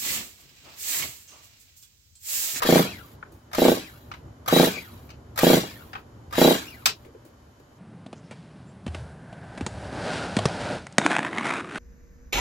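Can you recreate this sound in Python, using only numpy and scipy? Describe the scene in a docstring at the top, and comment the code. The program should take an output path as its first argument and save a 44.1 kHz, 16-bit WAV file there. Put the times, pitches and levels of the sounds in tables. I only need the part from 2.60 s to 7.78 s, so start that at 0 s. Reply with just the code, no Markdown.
"""Over workshop rumble, hiss and hum, a held-up chainsaw has its starter rope yanked five times; it never fires.
Each pull opens with ticks and catches of the pawls (ringing noise bursts), then a rasp of rope and flywheel
(dense tiny impacts) over six piston puffs (slugs of air through a muffler); the recoil reel whirs down
(grains in a gliding resonance) and the handle knocks home (noise bursts). Hands touch the saw after the first pull;
after the last, the let-go handle cracks against the housing and the hands shift again."""
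import sys
import numpy as np
from scipy import signal
from scipy.fft import rfft, irfft
from scipy.io import wavfile
from scipy.ndimage import uniform_filter1d

SR = 44100
rng = np.random.default_rng(int(sys.argv[2]) if len(sys.argv) > 2 else 0)


def waveform_to_disk(signal):
    """Save audio, clipped to [-1, 1], as 16-bit WAV at the path in sys.argv[1]."""
    frames = np.transpose(np.atleast_2d(signal))
    scaled = np.clip(frames, -1, 1) * 32767
    samples = np.round(scaled).astype(np.int16)
    wavfile.write(sys.argv[1], SR, samples)


N = 228627
TIME = np.arange(N) / SR

# colour of the workshop air: f/Hz, density/(dB per Hz)
AIR = [(20, -23), (40, -11), (65, 4.5), (90, 4.5), (120, 5.5), (175, -4), (280, 1.5), (450, -0.5),
       (950, 2.5), (1500, -1), (2500, -10), (6800, -12), (9000, -24), (12000, -14.5), (15800, -40.5)]
# low rumble before its waver: t/s, level/dB
RUMBLE_LEVEL = [(0, -47.5), (0.65, -49), (0.85, -56.5), (1.6, -48), (3.3, -48), (4.3, -51), (4.82, -57)]
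# faint hum tones: f/Hz, level/dB
HUM = [(123.8, -74), (240, -67.5), (339.1, -74), (586.8, -73), (3042, -79), (6848, -82.5)]
# likeness of left and right in diffuse sound: f/Hz, likeness (1 = identical)
LIKENESS = [(100, 0.98), (300, 0.93), (700, 0.078), (1500, 0.014), (8000, 0.19)]
# decay of the room: f/Hz, t60/s
ROOM = [(150, 0.44), (400, 0.23), (1000, 0.084), (4000, 0.13), (14000, 0.066)]
# balance of the small bright sounds: f/Hz, left minus right level/dB
SIDES = [(500, 0), (1200, 1.5), (2200, 4), (5000, 2), (7000, 0), (10000, -3), (12500, -6), (15500, -7.5)]
# pawl catches, one row a pull: t/s, level/dB, brightness/(dB per octave), t60/s,
# then the second pawl's lag/s, level/dB, brightness/(dB per octave)
PAWLS = [(0.0202, -21, -3.5, 0.14, 0.012, -23.5, 1), (0.9315, -30, -4, 0.067, 0.017, -23, -1),
         (1.8775, -23.5, -2.5, 0.22, 0.0056, -22, 1), (2.7762, -24.5, -1, 0.11, 0.013, -19.5, 0),
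         (3.7255, -31.5, -3, 0.22, 0.028, -27.5, -3.5)]
# colour of a pawl catch: f/Hz, density/(dB per Hz)
PAWL_COLOUR = [(300, -20), (800, -7), (1250, 1), (1550, -7), (2050, -8), (2800, -15), (4200, -13),
               (6800, -14.5), (8800, -21), (12500, -11), (15800, -21)]
# rope pulls, one row each: end of the arm's stroke t/s, rasp level/dB, rope hiss level/dB,
# slack level/dB, rewinding time/s, flywheel singing t/s, singing level/dB relative to the rasp
PULLS = [(0.199, -22.5, -27.5, -6, 0.38, 0.13, -22), (1.123, -25, -30, -3.5, 0.51, 1.06, -4.5),
         (2.055, -21.5, -26.5, -11, 0.47, 1.98, -4), (2.956, -21.5, -26.5, -3, 0.48, 2.9, -12),
         (3.913, -21, -26.5, -9.5, 0.59, 3.86, -1.5)]
# colour of the rasp: f/Hz, density/(dB per Hz)
RASP_COLOUR = [(250, -38.5), (600, -2), (1200, 3), (1600, 1.5), (2500, -3), (3200, 0.5), (3550, -1),
               (4600, -2.5), (5300, -5), (6400, -8.5), (7100, -1.5), (7800, -8), (8500, -12),
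               (11000, -27.5)]
# colour of the rope hiss: f/Hz, density/(dB per Hz)
ROPE_COLOUR = [(6000, -46), (8400, -25.5), (9100, -10.5), (10600, -6.5), (12800, 0.5), (14200, -6),
               (15700, -5)]
# flywheel modes: f/Hz, nominal width/Hz, level/dB relative to each other
FLYWHEEL = [(3130, 90, -11.5), (3762, 60, -4), (3895, 16, 7), (5260, 60, -14)]
# crank, one row a pull: first puff t/s, first puff's level/dB relative to normal, first speed f/Hz,
# speed gain/(Hz per turn), coasting speed f/Hz, muffler bass level/dB
CRANKS = [(0.0532, -12, 26.16, 2.44, 27.86, 2), (0.9849, -5, 28.35, 2.04, 28.65, -20),
          (1.9276, -0.5, 27.16, 1.6, 24.2, 1), (2.8342, -0.4, 28.66, 1.5, 26.8, 0),
          (3.783, -3.5, 29.73, 1.97, 31.58, -2)]
# colour of the muffler: f/Hz, level/dB
MUFFLER = [(50, -14.5), (110, 3), (170, 6.5), (260, 3), (450, 4.5), (700, 1), (1000, 1.5), (1600, 8)]
# the puff off nearby surfaces: left delay/s, left gain, right delay/s, right gain
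ECHOES = [(0.00143, 0.31, 0.00133, 0.38), (0.00366, 0.57, 0.00348, 0.57), (0.00503, 0.23, 0.00447, 0.19),
          (0.00564, -0.19, 0.00624, 0.72), (0.00625, 0.3, 0.00811, 0.53), (0.0077, 0.13, 0.00998, -0.4),
          (0.00971, -0.34, 0.01217, 0.26), (0.01166, 0.34, 0.01329, -0.33), (0.01235, 0.24, 0.01488, -0.23),
          (0.0158, 0.3, 0.01765, -0.19), (0.01862, 0.16, 0.02046, 0.13), (0.02013, 0.12, 0.02345, 0.15),
          (0.02327, 0.16, 0.02439, -0.15)]
# standing waves between floor and walls: f/Hz, width/Hz, level/dB
BOOM = [(166.6, 29, 2), (263.5, 25, -18.5)]
# rewinding reel, before its overall trim: top speed t/s, whir there f/Hz, level/dB, slowing time/s,
# settling squeak level/dB
REELS = [(0.331, 2530, -39.5, 0.055, -53), (1.239, 2520, -43.5, 0.075, -71), (2.183, 2490, -36, 0.068, -70),
         (3.117, 2400, -40.5, 0.067, -57), (4.108, 2790, -41.5, 0.063, -54)]
# handle meeting the housing and bouncing: t/s, level/dB, brightness/(dB per octave), t60/s
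HANDLE = [(0.6268, -31.5, -22.5, 0.02), (1.5152, -33.5, -8, 0.069), (1.538, -40.5, -7.5, 0.09),
          (2.4918, -48, -3, 0.053), (2.503, -45, -1, 0.093), (3.3319, -35, -8.5, 0.063),
          (3.3525, -30.5, -13, 0.1), (4.257, -12.5, 1, 0.098), (4.2605, -19.5, 5, 0.038)]
# colour of the housing: f/Hz, density/(dB per Hz)
HOUSING = [(120, -15), (230, -18.5), (600, -12.5), (1000, 5.5), (1600, 3), (2000, -0.5), (2700, 4.5),
           (3300, -2.5), (4800, 0.5), (6200, -4.5), (7800, -5.5), (9500, -16.5), (13000, -9), (15800, -14)]
# hands shifting on the saw: t/s, level/dB, brightness/(dB per octave), t60/s
TOUCHES = [(0.72, -53.5, 9.5, 0.36), (4.4479, -47, 2, 0.16), (4.5477, -44, -10, 0.073),
           (4.6504, -52, 7, .2), (4.9981, -54, 5.5, .06), (5.1109, -55.5, -2, .06)]
# colour of a touch: f/Hz, density/(dB per Hz)
TOUCH_COLOUR = [(200, -8), (480, 11.5), (800, -9), (2000, -12), (5000, -28), (15000, -34.5)]

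# faint tick before each first catch (level relative to it), and the second pawl's ring
SWING_S, SWING_DB, SWING_T60 = 0.017, -15.5, 0.15
SECOND_T60 = 0.043
# the rope runs out at full speed, gets there, and slows as it comes home
STROKE_S, RISE_S, HOMING_S = 0.1253, 0.042, 0.05
EASE_DB, EASE_S = -4, 0.11  # the arm eases off around the end of each stroke
SWELL_S, SWELL_DB = 0.039, 3  # the rasp grows this much as the crank gets going
SING_S, SING_BASE_DB = 0.042, -15  # the flywheel's swell (to 1/e either side) over a faint steady ring
DRIVEN_TURNS, STALL_HZ = 3, 21.95  # a turn against compression uses up the energy of the stall speed
PUFF_DB, PUFF_AT_HZ, PUFF_DB_PER_OCTAVE = -2, 32, 10.5  # a faster crank puffs harder
CHUFF_T60 = 0.052
SPIN_UP_S, REEL_END_HZ = 0.17, 1150  # the whir arches up from and back down to a crawl
REEL_LEAD_S, REEL_RUN_S, REEL_FADE_DB_PER_S = 0.08, 0.22, 110  # heard around top speed, fading either way
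SQUEAK_AFTER, SQUEAK_S = 1.65, 0.024  # low squeak: delay in slowing times, swell to 1/e either side
EDGE_HZ = 15850


def gain_of(db):
    """Decibels to an amplitude factor."""
    return 10 ** (np.asarray(db) / 20)


def evened(x):
    """Scales to rms 1."""
    return x / np.sqrt(np.mean(x ** 2) + 1e-20)


def read(points, hz):
    """Reads a table on a log-frequency axis."""
    f, value = np.transpose(points)
    return np.interp(np.log(hz + 1), np.log(f + 1), value)


def level(start, end, db):
    """Decibels as a gain for every sample, silent outside a span with softened edges."""
    inside = (TIME >= start) * (TIME <= end)
    return uniform_filter1d(gain_of(db) * inside, size=64)


def add(mix, s, sound):
    """Mixes a sound in at time s."""
    part = mix[max(round(s * SR), 0):][:len(sound)]
    part += sound[:len(part)]


def coloured(x, points, tilt_db=0):
    """Causal minimum-phase filter with a given spectrum and a treble tilt per octave above 1500 Hz."""
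    hz = abs(np.fft.fftfreq(4096, 1 / SR))
    octaves = np.log2(np.maximum(hz / 1500, 1))
    db = np.maximum(read(points, hz) + tilt_db * octaves, -100)
    spectrum = np.exp(np.conj(signal.hilbert(np.log(gain_of(db)))))
    taps = np.fft.ifft(spectrum).real[:2048]
    return signal.oaconvolve(x, taps)[:len(x)]


def resonate(x, hz, width):
    """A resonance of gain 1, fixed or moving: shift down to 0 Hz, smooth, shift back up."""
    turn = np.exp(2j * np.pi * np.cumsum(hz * np.ones(len(x))) / SR)
    r = np.exp(-np.pi * width / SR)
    smooth = signal.lfilter([1 - r], [1, -r], x / turn + 1e-18)
    return 2 * (turn * smooth).real


def drift(per_s):
    """A slow random curve of rms 1, with little movement faster than per_s."""
    t = np.arange(8192) / 1500
    rate = np.fft.rfftfreq(len(t), t[1])
    slow = irfft(rfft(rng.standard_normal(len(t))) / (1 + (rate / per_s) ** 4))
    return evened(np.interp(TIME, t, slow))


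def grains(per_s, spread_db):
    """Tiny random impacts of uneven size."""
    size = gain_of(spread_db * np.minimum(rng.exponential(1, N), 4))
    struck = rng.random(N) < per_s / SR
    return evened(size * rng.choice([-1, 1], N) * struck)


def tail(x, start_s, shorten=1):
    """Diffuse two-channel sound of the room: each band dies at its own speed, the bass alike in both."""
    hz, t, z = signal.stft(rng.standard_normal((2, SR // 2)), SR, nperseg=256)
    same = np.clip(read(LIKENESS, hz), -1, 1)[:, None]
    z = np.array([z[0], same * z[0] + np.sqrt(1 - same ** 2) * z[1]])
    decay = gain_of(-60 * t / (shorten * read(ROOM, hz)[:, None]))
    taps = signal.istft(z * decay, SR, nperseg=256)[1]
    taps *= np.clip(np.arange(taps.shape[1]) / SR / start_s - 1, 0, 1)  # silent until start_s
    taps /= np.linalg.norm(taps, axis=1, keepdims=True)
    return signal.oaconvolve(x[None], taps, axes=1)[:, :N]


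def placed(x, near_db, room_db, shift_per_s=7, count=5):
    """Small bright sounds reach the left first, scatter off nearby clutter and fill the room."""
    direct = np.array([x, np.roll(x, 22)])  # right lags by 22 samples
    # several scattered copies fade randomly in and out, so the colour keeps shifting
    shares = np.array([drift(per_s=shift_per_s) for _ in range(count)])
    shares /= np.linalg.norm(shares, axis=0)
    near = sum(tail(x * share, start_s=0.00059, shorten=0.32) for share in shares)
    both = direct + gain_of(near_db) * near + gain_of(room_db) * tail(x, start_s=0.017)
    both /= np.sqrt(1 + gain_of(near_db) ** 2 + gain_of(room_db) ** 2)
    side = read(SIDES, np.fft.rfftfreq(N, 1 / SR)) / 2
    return irfft(rfft(both) * gain_of([side, -side]), N)


def knocks(rows, colour, crack_db, crack_t60):
    """Each blow is coloured noise with a short crack and a dying rattle, tilted by its brightness."""
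    t, x = np.arange(SR // 4) / SR, np.zeros(N)
    for s, db, tilt_db, t60 in rows:
        decay = gain_of(-60 * t / t60) + gain_of(crack_db - 60 * t / crack_t60)
        blow = coloured(decay * rng.standard_normal(len(t)), colour, tilt_db)
        blow *= np.linalg.norm(decay) / np.linalg.norm(blow)  # colour leaves the energy alone
        add(x, s, gain_of(db) * blow)
    return x


def workshop(waver_db=2, hiss_db=-62):
    """Air noise split into a wavering low rumble and a steady thin hiss, with faint unsteady hum tones."""
    hz = np.fft.rfftfreq(N, 1 / SR)
    a, b = rfft(rng.standard_normal((2, N)))
    same = np.clip(read(LIKENESS, hz), -1, 1)
    z = np.array([a, same * a + np.sqrt(1 - same ** 2) * b]) * gain_of(read(AIR, hz))
    low = 1 / (1 + (hz / 260) ** 2)
    rumble_db = np.interp(TIME, *np.transpose(RUMBLE_LEVEL)) + waver_db * drift(per_s=8.6)
    rumble = evened(irfft(z * low, N)) * gain_of(rumble_db)
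    hiss = gain_of(hiss_db) * evened(irfft(z * (1 - low), N))
    hum = np.zeros(N)
    for f, db in HUM:
        wandering_hz = f + (2 + f / 500) * drift(per_s=33.0)
        hum += gain_of(db) * evened(np.sin(2 * np.pi * np.cumsum(wandering_hz) / SR))
    return rumble + hiss + hum


def pawls():
    """The pawls swing out with a tick, then one after the other bites into the flywheel."""
    blows = []
    for s, db, tilt_db, t60, lag, second_db, second_tilt_db in PAWLS:
        blows += [(s - SWING_S, db + SWING_DB, tilt_db, SWING_T60),
                  (s, db, tilt_db, t60),
                  (s + lag, second_db, second_tilt_db, SECOND_T60)]
    catches = knocks(blows, PAWL_COLOUR, crack_db=1, crack_t60=0.008)
    return placed(catches, near_db=0, room_db=-6, shift_per_s=50, count=3)


def stroke(catch, end, slack_db, rewind_s, fall_db_per_s, rewind_db, rewind_db_per_s):
    """Gain over one pull: slack is taken up, the stroke holds, then dies down into the quiet rewinding."""
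    slack = np.clip((end - STROKE_S - TIME) / RISE_S, 0, 1)
    after = np.maximum(TIME - end, 0)
    dying = np.maximum(-fall_db_per_s * after, rewind_db - rewind_db_per_s * after)
    homing = np.clip((rewind_s - after) / HOMING_S, 0, 1)
    return homing * level(catch, end + rewind_s, slack_db * slack + dying)


def singing(x, hz, width, steadiness=0.58):
    """A mode kept going by rubbing: its swing is evener than the impacts that feed it."""
    ring = resonate(resonate(x, hz, 2 * width), hz, 2 * width)
    power = abs(uniform_filter1d(ring ** 2, size=200)) + 1e-12
    return evened(ring / power ** (steadiness / 2))


def starter(clatter_db=-1):
    """Rope, pawls and flywheel rasp in dense tiny impacts, which also ring the flywheel."""
    force, slide, sing = np.zeros((3, N))
    for (catch, *_), (end, force_db, slide_db, slack_db, rewind_s, sing_s, sing_db) in zip(PAWLS, PULLS):
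        easing = EASE_DB * np.exp(-((TIME - end) / EASE_S) ** 2)
        swelling = SWELL_DB * (np.clip((TIME - end + STROKE_S) / SWELL_S, 0, 1) - 1)
        rasp_shape = stroke(catch, end, slack_db - 6, rewind_s,
                            fall_db_per_s=164.5, rewind_db=-25.5, rewind_db_per_s=45)
        rope_shape = stroke(catch, end, slack_db - 15, rewind_s,
                            fall_db_per_s=224, rewind_db=-16, rewind_db_per_s=49.5)
        force += gain_of(force_db + swelling + easing) * rasp_shape
        slide += gain_of(slide_db) * rope_shape
        sing += gain_of(sing_db) * np.exp(-((TIME - sing_s) / SING_S) ** 2)
    flutter = gain_of(1.4 * drift(per_s=130))
    fine = grains(per_s=9700, spread_db=0.5)
    clatter = gain_of(clatter_db) * grains(per_s=600, spread_db=1.0)
    impacts = evened(fine + clatter) * flutter
    rasp = force * evened(coloured(impacts, RASP_COLOUR))
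    fibres = grains(per_s=54000, spread_db=-17)  # above SR: one impact on every sample
    rope = slide * evened(coloured(impacts + fibres, ROPE_COLOUR))
    ring = evened(sum(gain_of(db) * singing(impacts, hz, width) for hz, width, db in FLYWHEEL))
    ring *= force * (gain_of(SING_BASE_DB) + sing)
    return placed(rasp + rope + ring, near_db=6.0, room_db=-5, shift_per_s=12, count=5)


def crank(first_hz, gain_hz, coast_hz):
    """Speed of each turn: the rope speeds the crank up, then it coasts until compression stops it."""
    driven = first_hz + gain_hz * np.arange(DRIVEN_TURNS)
    last_hz = np.sqrt(max(coast_hz ** 2 - STALL_HZ ** 2, 1))
    return np.append(driven, [coast_hz, last_hz])


def piston(open_s=0.00045, shut_s=0.00038, suction=0.18, chuff_db=-22.5, room_db=-15):
    """Each turn sucks briefly, then pushes a slug of air through the muffler; pressure is the flow's slope."""
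    u = np.arange(-220, 2000) / SR
    width = np.where(u < 0, open_s, shut_s)
    push = -u / width * np.exp(-.5 * (u / width) ** 2)
    push -= suction * np.exp(-.5 * ((u + 0.002) / 0.00074) ** 2)
    push = signal.sosfilt(signal.butter(2, 110, "high", fs=SR, output="sos"), push)
    chuff_colour = [(100, 14.5), (300, -20.5), (800, 6.5), (1500, -22), (5000, -37.5)]  # f/Hz, level/dB
    x, bass = np.zeros(N), np.ones(N)
    for start, weak_db, first_hz, gain_hz, coast_hz, bass_db in CRANKS:
        turns = crank(first_hz, gain_hz, coast_hz)
        speed = (np.append(first_hz, turns) + np.append(turns, 0)) / 2  # around each puff
        loud = PUFF_DB + PUFF_DB_PER_OCTAVE * np.log2(speed / PUFF_AT_HZ)
        loud[0] += weak_db
        bass[TIME >= start - STROKE_S] = gain_of(bass_db)  # changes between pulls with how the saw is held
        moments = start + np.append(0, np.cumsum(1 / turns))
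        for s, db in zip(moments, loud):
            # the escaping air leaves a short turbulent chuff
            chuff = evened(coloured(rng.standard_normal(len(u)), chuff_colour))
            chuff *= (u > 0) * gain_of(chuff_db - 60 * abs(u) / CHUFF_T60)
            add(x, s + u[0], gain_of(db) * (push + chuff))
    x = coloured(x, MUFFLER)
    x += (bass - 1) * resonate(x, 154, 69.4)
    out = np.array([x, x])
    for left_s, left, right_s, right in ECHOES:
        add(out[0], left_s, left * x)
        add(out[1], right_s, right * x)
    boom = sum(gain_of(db) * resonate(out.mean(0), hz, w) for hz, w, db in BOOM)
    return out + boom + gain_of(room_db) * tail(x, start_s=0.0054)


def reel(width_hz=260, overtone_db=-11, trim_db=-5):
    """The spring spins the reel up, then the rope slows it: a fuzzy whir that wobbles, flutters and falls."""
    hz, loud = np.full(N, float(REEL_END_HZ)), np.zeros(N)
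    for s, top_hz, db, slowing_s, squeak_db in REELS:
        u = TIME - s
        hz += (top_hz - REEL_END_HZ) * np.exp(-(u / np.where(u < 0, SPIN_UP_S, slowing_s)) ** 2)
        loud += gain_of(squeak_db) * np.exp(-((u - SQUEAK_AFTER * slowing_s) / SQUEAK_S) ** 2)
        loud += level(s - REEL_LEAD_S, s + REEL_RUN_S, db - REEL_FADE_DB_PER_S * abs(u))
    hz *= 1 + 0.055 * drift(per_s=22)
    loud *= evened(gain_of(2.5 * drift(per_s=30)))
    rubbing, whir = grains(per_s=1600, spread_db=2.5), np.zeros(N)
    for k, db in enumerate((0, overtone_db), 1):
        once = resonate(rubbing, k * hz, k * width_hz)
        whir += gain_of(db) * evened(resonate(once, k * hz, k * width_hz))
    return placed(gain_of(trim_db) * loud * whir, near_db=6, room_db=-6, count=3)


def handle():
    """The handle strikes the plastic and metal housing and bounces: cracks with a dying rattle."""
    blows = knocks(HANDLE, HOUSING, crack_db=1.5, crack_t60=0.0083)
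    return placed(blows, near_db=2, room_db=-7, shift_per_s=70)


def touches():
    """Hands shift on the saw: faint coloured bursts, each with a very short crack at its start."""
    blows = knocks(TOUCHES, TOUCH_COLOUR, crack_db=5, crack_t60=0.0055)
    return placed(blows, near_db=7.0, room_db=-16, count=2)


def scene():
    """The workshop, the saw and the hands on it."""
    return workshop() + pawls() + starter() + piston() + reel() + handle() + touches()


def record(dry):
    """Clips at full scale and limits the band with a steep low-pass."""
    low_pass = signal.firwin(511, EDGE_HZ, window=("kaiser", 9), fs=SR)
    return signal.oaconvolve(np.clip(dry, -1, 1), low_pass[None], "same")


dry = scene()
out = record(dry)
waveform_to_disk(out)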